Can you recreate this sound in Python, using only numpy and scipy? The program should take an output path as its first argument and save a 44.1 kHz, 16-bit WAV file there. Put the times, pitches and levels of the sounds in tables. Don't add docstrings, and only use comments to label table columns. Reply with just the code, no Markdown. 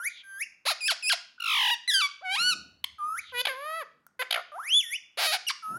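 import sys
import numpy as np
from scipy import signal
from scipy.fft import rfft, irfft
from scipy.io import wavfile
from scipy.ndimage import uniform_filter1d

SR = 44100
rng = np.random.default_rng(int(sys.argv[2]) if len(sys.argv) > 2 else 0)


def log_audio(samples):
    frames = np.atleast_2d(samples).T
    limited = np.clip(frames, -1, 1)
    pcm = np.round(limited * 32767).astype(np.int16)
    wavfile.write(sys.argv[1], SR, pcm)


N = 254898

CUTOFF_HZ, LOWEST_VOICE_HZ = 15900, 440
WINDPIPE_HZ, WINDPIPE_Q = 3293, 4.95
BEAK_SHUT_HZ, BEAK_WHISTLE_MAX_HZ, BEAK_Q = 1157, 3020, 2.85
SMEAR_S = 0.00072
STEADY_WOBBLE, GLIDE_WOBBLE, FAST_GLIDE_OCT_PER_S = .0035, 0.079, 50
TRILL_START_S, TRILL_LENGTH_S = 1.396, .356

# f/Hz, relative level/dB
WHISTLE_THROAT = [(600, 25), (1200, 20.5), (1900, 2), (2800, -9.5), (3400, 3), (4100, -21.5), (5000, 0.5),
                  (6000, 3.5), (7000, 4.5), (8200, -9.5), (10000, 20), (11500, 20), (13300, 2.5),
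                  (15500, -3)]
BUZZ_THROAT = [(400, 13.5), (600, 0), (1000, 0), (1600, 0), (2400, 1), (3400, -1.5), (4600, 3.5),
               (5700, -5.5), (6900, 3), (7900, -6), (9800, 12.5), (11400, 22), (13300, -2.5), (15500, 13)]
OPEN_THROAT = [(400, 12), (600, 0.5), (1000, 0.5), (1600, 0), (2400, 4), (3400, 0.5), (4600, 5.5),
               (6000, 1.5), (7000, 7), (8200, 6.5), (10000, 18.5), (11500, 20.5), (13300, -10.5),
               (15500, 13)]
TRILL_THROAT = [(600, 3.5), (1000, -2), (1600, 1), (2400, -1), (3300, -4), (4300, -3), (5200, 1),
                (7000, 0.5), (8200, 2), (10000, 12), (11500, 20.5), (13300, 8), (15500, 20.5)]
# f/Hz, Q, gain/dB
TREBLE_NOTCHES = [(12380, 6.7, -12), (8200, 17, -7.5)]
NASAL_PEAKS = [(3466, 12, 5), (4860, 11.5, 3.5), (5490, 9.9, -5.5), (8000, 4.5, -5), (11350, 15, 8)]
# t/s, length/s, added wobble
RASPS = [(1.386, 0.24, 0.011), (3.445, 0.048, 0.073), (4.214, 0.021, 0.12), (5.187, 0.085, 0.17),
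         (5.27, .07, 0.015), (5.326, 0.049, 0.1), (5.481, 0.063, 0.054)]

# f/Hz, upsweep gain/dB, overtone slope/(dB/oct)
WHISTLE_RESPONSE = [(1160, 0, 5), (1307, -3, 7), (1670, -9.5, 8.5), (1835, -4, 8.5), (2117, 1, 5.5),
                    (2760, -4.5, -6.5)]
# t/s, length/s, attack/s, scoop/Hz, held f/Hz, creep/(Hz/s),
# mid-sweep t/s, sweep time/s, top f/Hz, held level/dB, sweep level/dB
UPSWEEPS = [(0, .09, 0.00033, 2, 1340, 3, 0.054, 0.016, 2572, -32.5, -28.5),
            (0.235, 0.21, 0.06, 20, 1571, -5, 0.42, 0.011, 2976, -33.5, -28),
            (2.983, 0.22, 0.016, 177, 1145, 1054, 3.187, 0.011, 2864, -30, -32),
            (4.822, .148, 0.00044, 716, 1797, 4, 4.946, 0.014, 3340, -41, -26.5),
            (5.622, 0.16, 0.0089, 140, 1253, 306, 5.82, 0.022, 2770, -33.5, -31)]
# t/s, f/Hz, level/dB
ARCHED_WHISTLE = [(4.518, 610, -44.5), (4.538, 584, -42), (4.578, 802, -40), (4.6, 1252, -33),
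                  (4.624, 1492, -44), (4.674, 2220, -36.5), (4.71, 2940, -28), (4.744, 3340, -18.5),
                  (4.776, 3505, -17.5), (4.798, 3424, -20.5), (4.82, 2450, -34)]
# t/s, length/s, start f/Hz, end f/Hz, peak level/dB
TRAILS = [(0.092, 0.17, 3740, 2785, -48.5), (3.202, 0.16, 3850, 2610, -50)]

# t/s, f/Hz, level/dB, overtone slope/(dB/oct)
YAP = [(0.652, 478, -40.5, -2), (0.664, 589.5, -27, -2), (0.692, 1413, -22.5, -2), (0.698, 1169, -26.5, -2),
       (0.706, 819, -25, -2), (0.72, 617, -26, -2), (0.735, 602, -42, -2)]
FALLING_SQUEAK = [(1.877, 2015, -27.5, -2), (1.897, 1973, -21.5, -4), (1.919, 1622, -27, -0.5),
                  (1.931, 1777, -27.5, -0.5), (1.943, 1615, -21, -2), (1.999, 1511, -25.5, -5),
                  (2.023, 1167, -24, -5), (2.057, 1136, -26, -6), (2.076, 1110, -37, -2.5)]
RISING_SQUEAK = [(2.21, 496, -56, -1.5), (2.232, 767, -45, -8.5), (2.256, 748, -35, -5),
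                 (2.288, 732.6, -33, -5), (2.35, 810, -27, -2.5), (2.376, 1220, -30, -3.5),
                 (2.402, 1376, -25.5, -4.5), (2.452, 1471, -24.5, -6.5), (2.5, 1482, -23, -5.5),
                 (2.522, 1348, -26.5, -3), (2.542, 1203, -28.5, -4)]
BUZZ = [(3.32, 523, -48.5, -1), (3.348, 482.6, -34.5, -0.34), (3.406, 494.7, -28, -0.37),
        (3.416, 512, -27.5, -1), (3.423, 526, -43, -1)]
DRAWL = [(3.478, 587, -30, 0.0035), (3.484, 597, -31.5, 0), (3.494, 540, -30.5, 0.0063),
         (3.546, 509, -42, 0.0026), (3.674, 619, -35, 0.0044), (3.776, 660.4, -34, 0), (3.8, 643, -34.5, 0),
         (3.822, 555, -35, 0), (3.834, 436, -46, 0.0038), (3.842, 430, -42, 0)]
CROAK = [(4.192, 530, -33, 1), (4.198, 505, -30, 1), (4.216, 504.5, -28, 1), (4.226, 513, -36, 1),
         (4.239, 503, -42, 1)]
SCREECH = [(5.172, 463, -36.5, -1.5), (5.19, 710, -27.5, -2.2), (5.202, 762, -28, -1.1),
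           (5.238, 797.5, -25.5, -1.2), (5.266, 644, -25.5, -0.025), (5.314, 612, -29, -0.53),
           (5.338, 854.0, -24, -1.1), (5.352, 743, -25.5, -2.7), (5.376, 708.7, -40, -1.5)]
SHORT_SQUEAK = [(5.467, 2945, -33.5, -7), (5.485, 2806, -24.5, -1), (5.495, 2015, -31, -3),
                (5.503, 1292, -25.5, -8), (5.511, 1024, -28, -5), (5.521, 1162, -50, -9)]
# gesture, wide-open resonance f/Hz, closing/(oct/dB below the peak)
SQUAWK_CALLS = [(YAP, 4000, .005), (SCREECH, 3730, 0.011)]
SQUEAK_CALLS = [(FALLING_SQUEAK, 4130, 0.049), (RISING_SQUEAK, 4840, 0.11), (SHORT_SQUEAK, 4340, .02)]
NASAL_CALLS = [(BUZZ, 3380, 0.13), (DRAWL, 2250, 0.14), (CROAK, 1860, .01)]

# t/s from its start, f/Hz, relative level/dB, overtone slope/(dB/oct)
YELP_SHAPE = [(0, 2686, -13, -5), (.01, 2488, -10, -1), (.04, 2432, -4.5, 0), (.069, 2710, -0.5, 1.5),
              (.078, 1678, 0.5, -5.5), (0.092, 1526, 0, -8), (.103, 1210, 3, 0), (.114, 700.5, -2, -4),
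              (0.131, 588, -15.5, -3)]
# t/s, time stretch, pitch factor, level/dB
YELPS = [(0.806, 1.013, .99, -25), (1.025, 0.97, 1.01, -23.5)]
# t/s, length/s, start f/Hz, end f/Hz, level/dB, beak f/Hz, overtone slope/(dB/oct)
CLUCKS = [(1.379, .012, 1390, 1540, -49, 1490, -8), (2.8408, 0.0074, 740, 1263, -23.5, 3330, 0),
          (3.451, .011, 628, 1265, -23.5, 3240, -2), (3.467, .012, 567, 970, -25, 3020, -3),
          (4.219, 0.0127, 620, 917, -31.5, 2550, -2.5)]
# t/s, ring level/dB, f/Hz
BEAK_TICKS = [(2.8411, -28.5, 3050), (4.066, -43.5, 1410)]

# f/Hz, relative level/dB
AIR_COLOUR = [(30, -12.5), (100, -5), (250, 0.5), (500, -7), (1500, -2), (3000, -18.5), (8000, -24.5),
              (16000, -29.5)]
RUSH_COLOUR = [(60, -37.5), (100, -17), (140, -1), (230, 1), (320, -5.5), (450, -15), (700, -12),
               (1500, -41)]
# t/s, hold/s, level/dB
RUSH_SWELLS = [(2.41, .15, -54.5), (3.04, 0.029, -71.5), (3.33, 0.082, -75.5), (3.75, .4, -81.5),
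               (5.71, .1, -49.5)]
DRONE_SWELLS = [(2.65, .3, -67), (3.22, .2, -71.5)]
# delay/s, level/dB
NEAR_ECHOES = [(.0013, -21), (.0031, -23.5), (.0057, -23.5)]
# f/Hz, level/dB, T60/s
WALL_REVERB = [(296, -4.5, 0.62), (660, -16.5, 0.34), (1250, -11, 0.38), (2400, -9.5, 0.42),
               (4070, -19.5, 0.59), (6100, -0.5, 0.31), (7400, -5, 0.27), (10300, -36.5, 0.2),
               (15000, -42.5, .25)]


def from_db(db):
    return 10 ** (np.asarray(db) / 20)


def rms_one(x):
    return x / np.sqrt(np.mean(x ** 2) + 1e-20)


def s_curve(x):
    return (1 + np.tanh(x / 2)) / 2


def at_time(rows, t):
    times, *columns = np.transpose(rows)
    return [np.interp(t, times, column) for column in columns]


def at_hz(points, hz, column=1):
    points = np.array(points)
    return np.interp(np.log(np.maximum(hz, 1)), np.log(points[:, 0]), points[:, column])


def coloured_noise(colour):
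    gain = from_db(at_hz(colour, np.fft.rfftfreq(N, 1 / SR)))
    return rms_one(irfft(rfft(rng.standard_normal(N)) * gain, N))


def band_noise(low_hz, high_hz, samples=N):
    band = signal.butter(2, [low_hz, high_hz], "band", fs=SR, output="sos")
    return rms_one(signal.sosfilt(band, rng.standard_normal(samples)))


def resonate(x, peaks):
    for hz, q, db in peaks:
        x = x + (from_db(db) - 1) * signal.lfilter(*signal.iirpeak(hz, q, fs=SR), x + 1e-18)
    return x


def moments(length):
    return np.linspace(0, length, 240)


def as_call(*columns):
    return np.column_stack(np.broadcast_arrays(*columns))


def samples_of(call):
    return np.arange(max(int(call[0][0] * SR), 0), min(int(call[-1][0] * SR), N))


def hoarseness(t, pitch):
    oct_per_s = uniform_filter1d(np.gradient(np.log2(pitch)) * SR, size=300)
    glide = (oct_per_s / FAST_GLIDE_OCT_PER_S) ** 2
    spells = sum(depth * np.sqrt(np.clip(1 - (2 * (t - start) / length - 1) ** 2, 0, 1))
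                 for start, length, depth in RASPS)
    return STEADY_WOBBLE + GLIDE_WOBBLE * glide / (1 + glide) + spells


def voice(call, wobble, throat, windpipe_db, bend=0, fade_s=0.0017, rasp=1.4, grit=0.56, release=0.042):
    span = samples_of(call)
    t = span / SR
    pitch, level_db, beak_hz, slope = at_time(call, t)
    jitter, shimmer = wobble[:, span] * hoarseness(t, pitch)
    pitch = pitch * np.exp(jitter + grit * shimmer + bend)
    phase = 2 * np.pi * np.cumsum(pitch) / SR
    tone, power = 0, 1e-20
    for k in range(1, int(CUTOFF_HZ / pitch.min()) + 1):
        hz = k * pitch
        beak = 1 / (1 - (hz / beak_hz) ** 2 + 1j * hz / beak_hz / BEAK_Q)
        detuning = hz / WINDPIPE_HZ - WINDPIPE_HZ / hz
        windpipe = 1 + (from_db(windpipe_db) - 1) / (1 + 1j * WINDPIPE_Q * detuning)
        colour = from_db(at_hz(throat, hz) + slope * np.log2(k))
        partial = beak * windpipe * colour * (hz < SR / 2)
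        lag = np.pi * SMEAR_S * hz ** 2 / CUTOFF_HZ
        tone = tone + (partial * np.exp(1j * (k * phase - lag))).real
        power = power + abs(partial) ** 2 / 2
    release_s = fade_s + release * min(t[-1] - t[0], .15)
    fade = np.clip(np.minimum((t - t[0]) / fade_s, (t[-1] - t) / release_s), 0, 1)
    roughness = 1 + rasp * shimmer
    out = np.zeros(N)
    out[span] = tone / np.sqrt(power) * from_db(level_db) * fade * roughness
    return out


def room_air(level_db=-78.5):
    return from_db(level_db) * coloured_noise(AIR_COLOUR)


def whistled(t, pitch, db):
    beak_hz = np.clip(pitch, BEAK_SHUT_HZ, BEAK_WHISTLE_MAX_HZ)
    return as_call(t, pitch, db, beak_hz, at_hz(WHISTLE_RESPONSE, pitch, column=2))


def upsweep(start, length, attack_s, scoop_hz, held_hz, creep, sweep_at, sweep_s, top_hz,
            held_db, sweep_db, scoop_s=.014, attack_db=17):
    age = moments(length)
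    rise = s_curve((start + age - sweep_at) / sweep_s)
    scoop = scoop_hz * np.exp(-age / scoop_s)
    pitch = held_hz + scoop + creep * age * (1 - rise) + (top_hz - held_hz) * rise
    db = sweep_db + (held_db - sweep_db) * (1 - rise) ** 4 - attack_db * np.exp(-age / attack_s)
    return whistled(start + age, pitch, db + at_hz(WHISTLE_RESPONSE, pitch))


def whistles(wobble, flutter_hz=400, flutter_depth=0.097, flutter_bend=0.014):
    drift = 1 + 0.036 * band_noise(5.4, 30)
    flutter = np.sin(2 * np.pi * flutter_hz * np.cumsum(drift) / SR)
    calls = [upsweep(*row) for row in UPSWEEPS] + [whistled(*np.transpose(ARCHED_WHISTLE))]
    out = np.zeros(N)
    for call in calls:
        level_db = at_time(call, np.arange(N) / SR)[1]
        sway = flutter * np.clip((-31.5 - level_db) / 8, 0, 1)
        bend = -flutter_bend * sway[samples_of(call)]
        tone = voice(call, 0.58 * wobble, WHISTLE_THROAT, windpipe_db=-1, bend=bend, fade_s=0.00094)
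        out += tone * (1 + flutter_depth * sway)
    return out


def trails(roughness=0.0624, swell_db=9, peak_at=0.6, peak_width=0.33, slope=-26):
    wobble = roughness / STEADY_WOBBLE * np.array([band_noise(79, 500), band_noise(140, 540)])
    progress = moments(0.8)
    swell = np.exp(-((progress - peak_at) / peak_width) ** 2)
    out = np.zeros(N)
    for start, length, high_hz, low_hz, peak_db in TRAILS:
        pitch = high_hz + (low_hz - high_hz) * progress ** 2
        call = as_call(start + length * progress, pitch, peak_db - swell_db * (1 - swell), pitch, slope)
        out += voice(call, wobble, WHISTLE_THROAT, windpipe_db=-1, fade_s=0.0053)
    return out


def with_beak(gesture, open_hz, closing):
    t, pitch, db, slope = np.transpose(gesture)
    beak_hz = np.maximum(open_hz * 2 ** (closing * (db - db.max())), BEAK_SHUT_HZ)
    return as_call(t, pitch, db, beak_hz, slope)


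def squawks(wobble):
    return sum(voice(with_beak(*row), wobble, BUZZ_THROAT, windpipe_db=-6.5, fade_s=0.0012)
               for row in SQUAWK_CALLS)


def yelps(wobble, beak_hz=3850):
    age, pitch, db, slope = np.transpose(YELP_SHAPE)
    out = np.zeros(N)
    for start, stretch, pitch_factor, level_db in YELPS:
        call = as_call(start + stretch * age, pitch_factor * pitch, level_db + db, beak_hz, slope)
        out += voice(call, wobble, OPEN_THROAT, windpipe_db=1.5, fade_s=0.0008)
    return out


def clucks(rows, wobble):
    out = np.zeros(N)
    for start, length, low_hz, high_hz, db, beak_hz, slope in rows:
        call = [(start, low_hz, db, beak_hz, slope), (start + length, high_hz, db, beak_hz, slope)]
        out += voice(call, wobble, BUZZ_THROAT, windpipe_db=6, fade_s=0.0034)
    return out


def trill_gesture(high_hz=1465, low_hz=947, fall_at_s=1.548, fall_s=0.052, level_db=-24, attack_db=9,
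                  attack_s=.045, end_s=0.0072, end_sag=.2, end_db=14, beak_hz=3100, slope=-2.8):
    age = moments(TRILL_LENGTH_S)
    t = TRILL_START_S + age
    ending = np.exp((age - TRILL_LENGTH_S) / end_s)
    pitch = high_hz + (low_hz - high_hz) * s_curve((t - fall_at_s) / fall_s)
    db = level_db - attack_db * np.exp(-age / attack_s) - end_db * ending
    return as_call(t, pitch * (1 - end_sag * ending), db, beak_hz, slope)


def trill(wobble, count=15, first_dips_per_s=51.9, stall_s=.425, first_depth=0.34, last_depth=0.21,
          duck_db=2.6, gap_db=44, gaps_s=0.062):
    call = trill_gesture()
    span = samples_of(call)
    age = np.maximum(span / SR - TRILL_START_S, 0)
    dips_done = np.cumsum(first_dips_per_s * (1 - (age / stall_s) ** 4)) / SR
    dip = (1 - abs(np.sin(np.pi * np.minimum(dips_done, count + .5)))) ** 1.1
    depth = first_depth + (last_depth - first_depth) * (age / TRILL_LENGTH_S) ** 1.1
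    drop_db = duck_db + gap_db * np.exp(-(age / gaps_s) ** 2)
    out = voice(call, wobble, TRILL_THROAT, windpipe_db=9.5, bend=-depth * dip)
    out[span] *= from_db(-dip * drop_db)
    return out


def squeaks(wobble):
    return sum(voice(with_beak(*row), wobble, OPEN_THROAT, windpipe_db=1.5, fade_s=0.0008)
               for row in SQUEAK_CALLS)


def swells(rows, floor_db, attack_db_per_s, fade_db_per_s):
    t = np.arange(N) / SR
    gain = from_db(floor_db)
    for peak_at, hold, db in rows:
        attack_db = attack_db_per_s * np.maximum(peak_at - t, 0)
        fade_db = fade_db_per_s * np.maximum(t - peak_at - hold, 0)
        gain = gain + from_db(db - attack_db - fade_db)
    return gain


def rumble(drone_hz=80.5):
    rush_gain = swells(RUSH_SWELLS, floor_db=-88, attack_db_per_s=540, fade_db_per_s=82)
    drone_gain = swells(DRONE_SWELLS, floor_db=-93, attack_db_per_s=127, fade_db_per_s=250)
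    return rush_gain * coloured_noise(RUSH_COLOUR) + drone_gain * band_noise(drone_hz - 8, drone_hz + 8)


def beak_ticks(ring_s=0.0029, snap_s=0.002, snap_db=-5):
    out, t = np.zeros(N), np.arange(SR // 20) / SR
    for start, db, hz in BEAK_TICKS:
        ring = np.sin(2 * np.pi * hz * t) * np.exp(-t / ring_s)
        snap = np.diff(rng.standard_normal(len(t) + 1)) * np.exp(-t / snap_s)
        out[int(start * SR) + np.arange(len(t))] += from_db(db) * (ring + from_db(snap_db) * snap)
    return out


def buzzes(wobble):
    return sum(voice(with_beak(*row), wobble, BUZZ_THROAT, windpipe_db=2.5, fade_s=0.0027)
               for row in NASAL_CALLS)


def rattle(wobble, start_s=4.3064, count=7, gap_s=.0171, quicken_s=.00018, first_s=0.0099, last_s=0.0163,
           low_hz=505, first_hz=920, last_hz=770, level_db=-23.5, fade_db=19, open_hz=3700, slope=-1.2):
    k = np.arange(count)
    progress = k / (count - 1)
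    starts = start_s + gap_s * k - quicken_s * k ** 2
    lengths = first_s + (last_s - first_s) * progress
    high_hz = first_hz + (last_hz - first_hz) * progress
    db = level_db - fade_db * progress ** 2.9
    beak_hz = BEAK_SHUT_HZ + (open_hz - BEAK_SHUT_HZ) * np.exp(-(progress / 0.44) ** 2)
    return clucks(np.broadcast(starts, lengths, low_hz, high_hz, db, beak_hz, slope), wobble)


def near_echoes(x):
    t = np.arange(N) / SR
    return sum(from_db(db) * np.interp(t - delay, t, x, left=0) for delay, db in NEAR_ECHOES)


def kitchen_reverb(x, predelay_s=0.0024, build_s=0.0009):
    t = np.arange(SR * 3 // 4) / SR
    onset = np.clip((t - predelay_s) / build_s, 0, 1)
    edges_hz = np.geomspace(200, 17000, 15)
    response = 0
    for low, high in zip(edges_hz, edges_hz[1:]):
        hz = np.sqrt(low * high)
        decay = from_db(-60 * t / at_hz(WALL_REVERB, hz, column=2))
        tail = rms_one(band_noise(low, high, len(t)) * onset * decay)
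        unity_gain = np.sqrt(2 * (high - low) / SR / len(t))
        response = response + tail * unity_gain * from_db(at_hz(WALL_REVERB, hz))
    return signal.fftconvolve(x, response)[:N]


def scene():
    wobble = np.array([band_noise(70, 190), band_noise(140, 600)])
    nasal = resonate(clucks(CLUCKS, wobble) + buzzes(wobble) + rattle(wobble), NASAL_PEAKS)
    calls = whistles(wobble) + trails() + squawks(wobble) + yelps(wobble) + trill(wobble)
    calls += squeaks(wobble) + nasal
    bird = resonate(calls, TREBLE_NOTCHES) + beak_ticks()
    bird = signal.sosfilt(signal.butter(4, LOWEST_VOICE_HZ, "high", fs=SR, output="sos"), bird)
    mix = bird + near_echoes(bird) + kitchen_reverb(bird) + rumble() + room_air()
    return np.tile(mix, (2, 1))


def record(dry):
    return signal.sosfilt(signal.ellip(10, .1, 80, CUTOFF_HZ, fs=SR, output="sos"), dry)


dry = scene()
out = record(dry)
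log_audio(out)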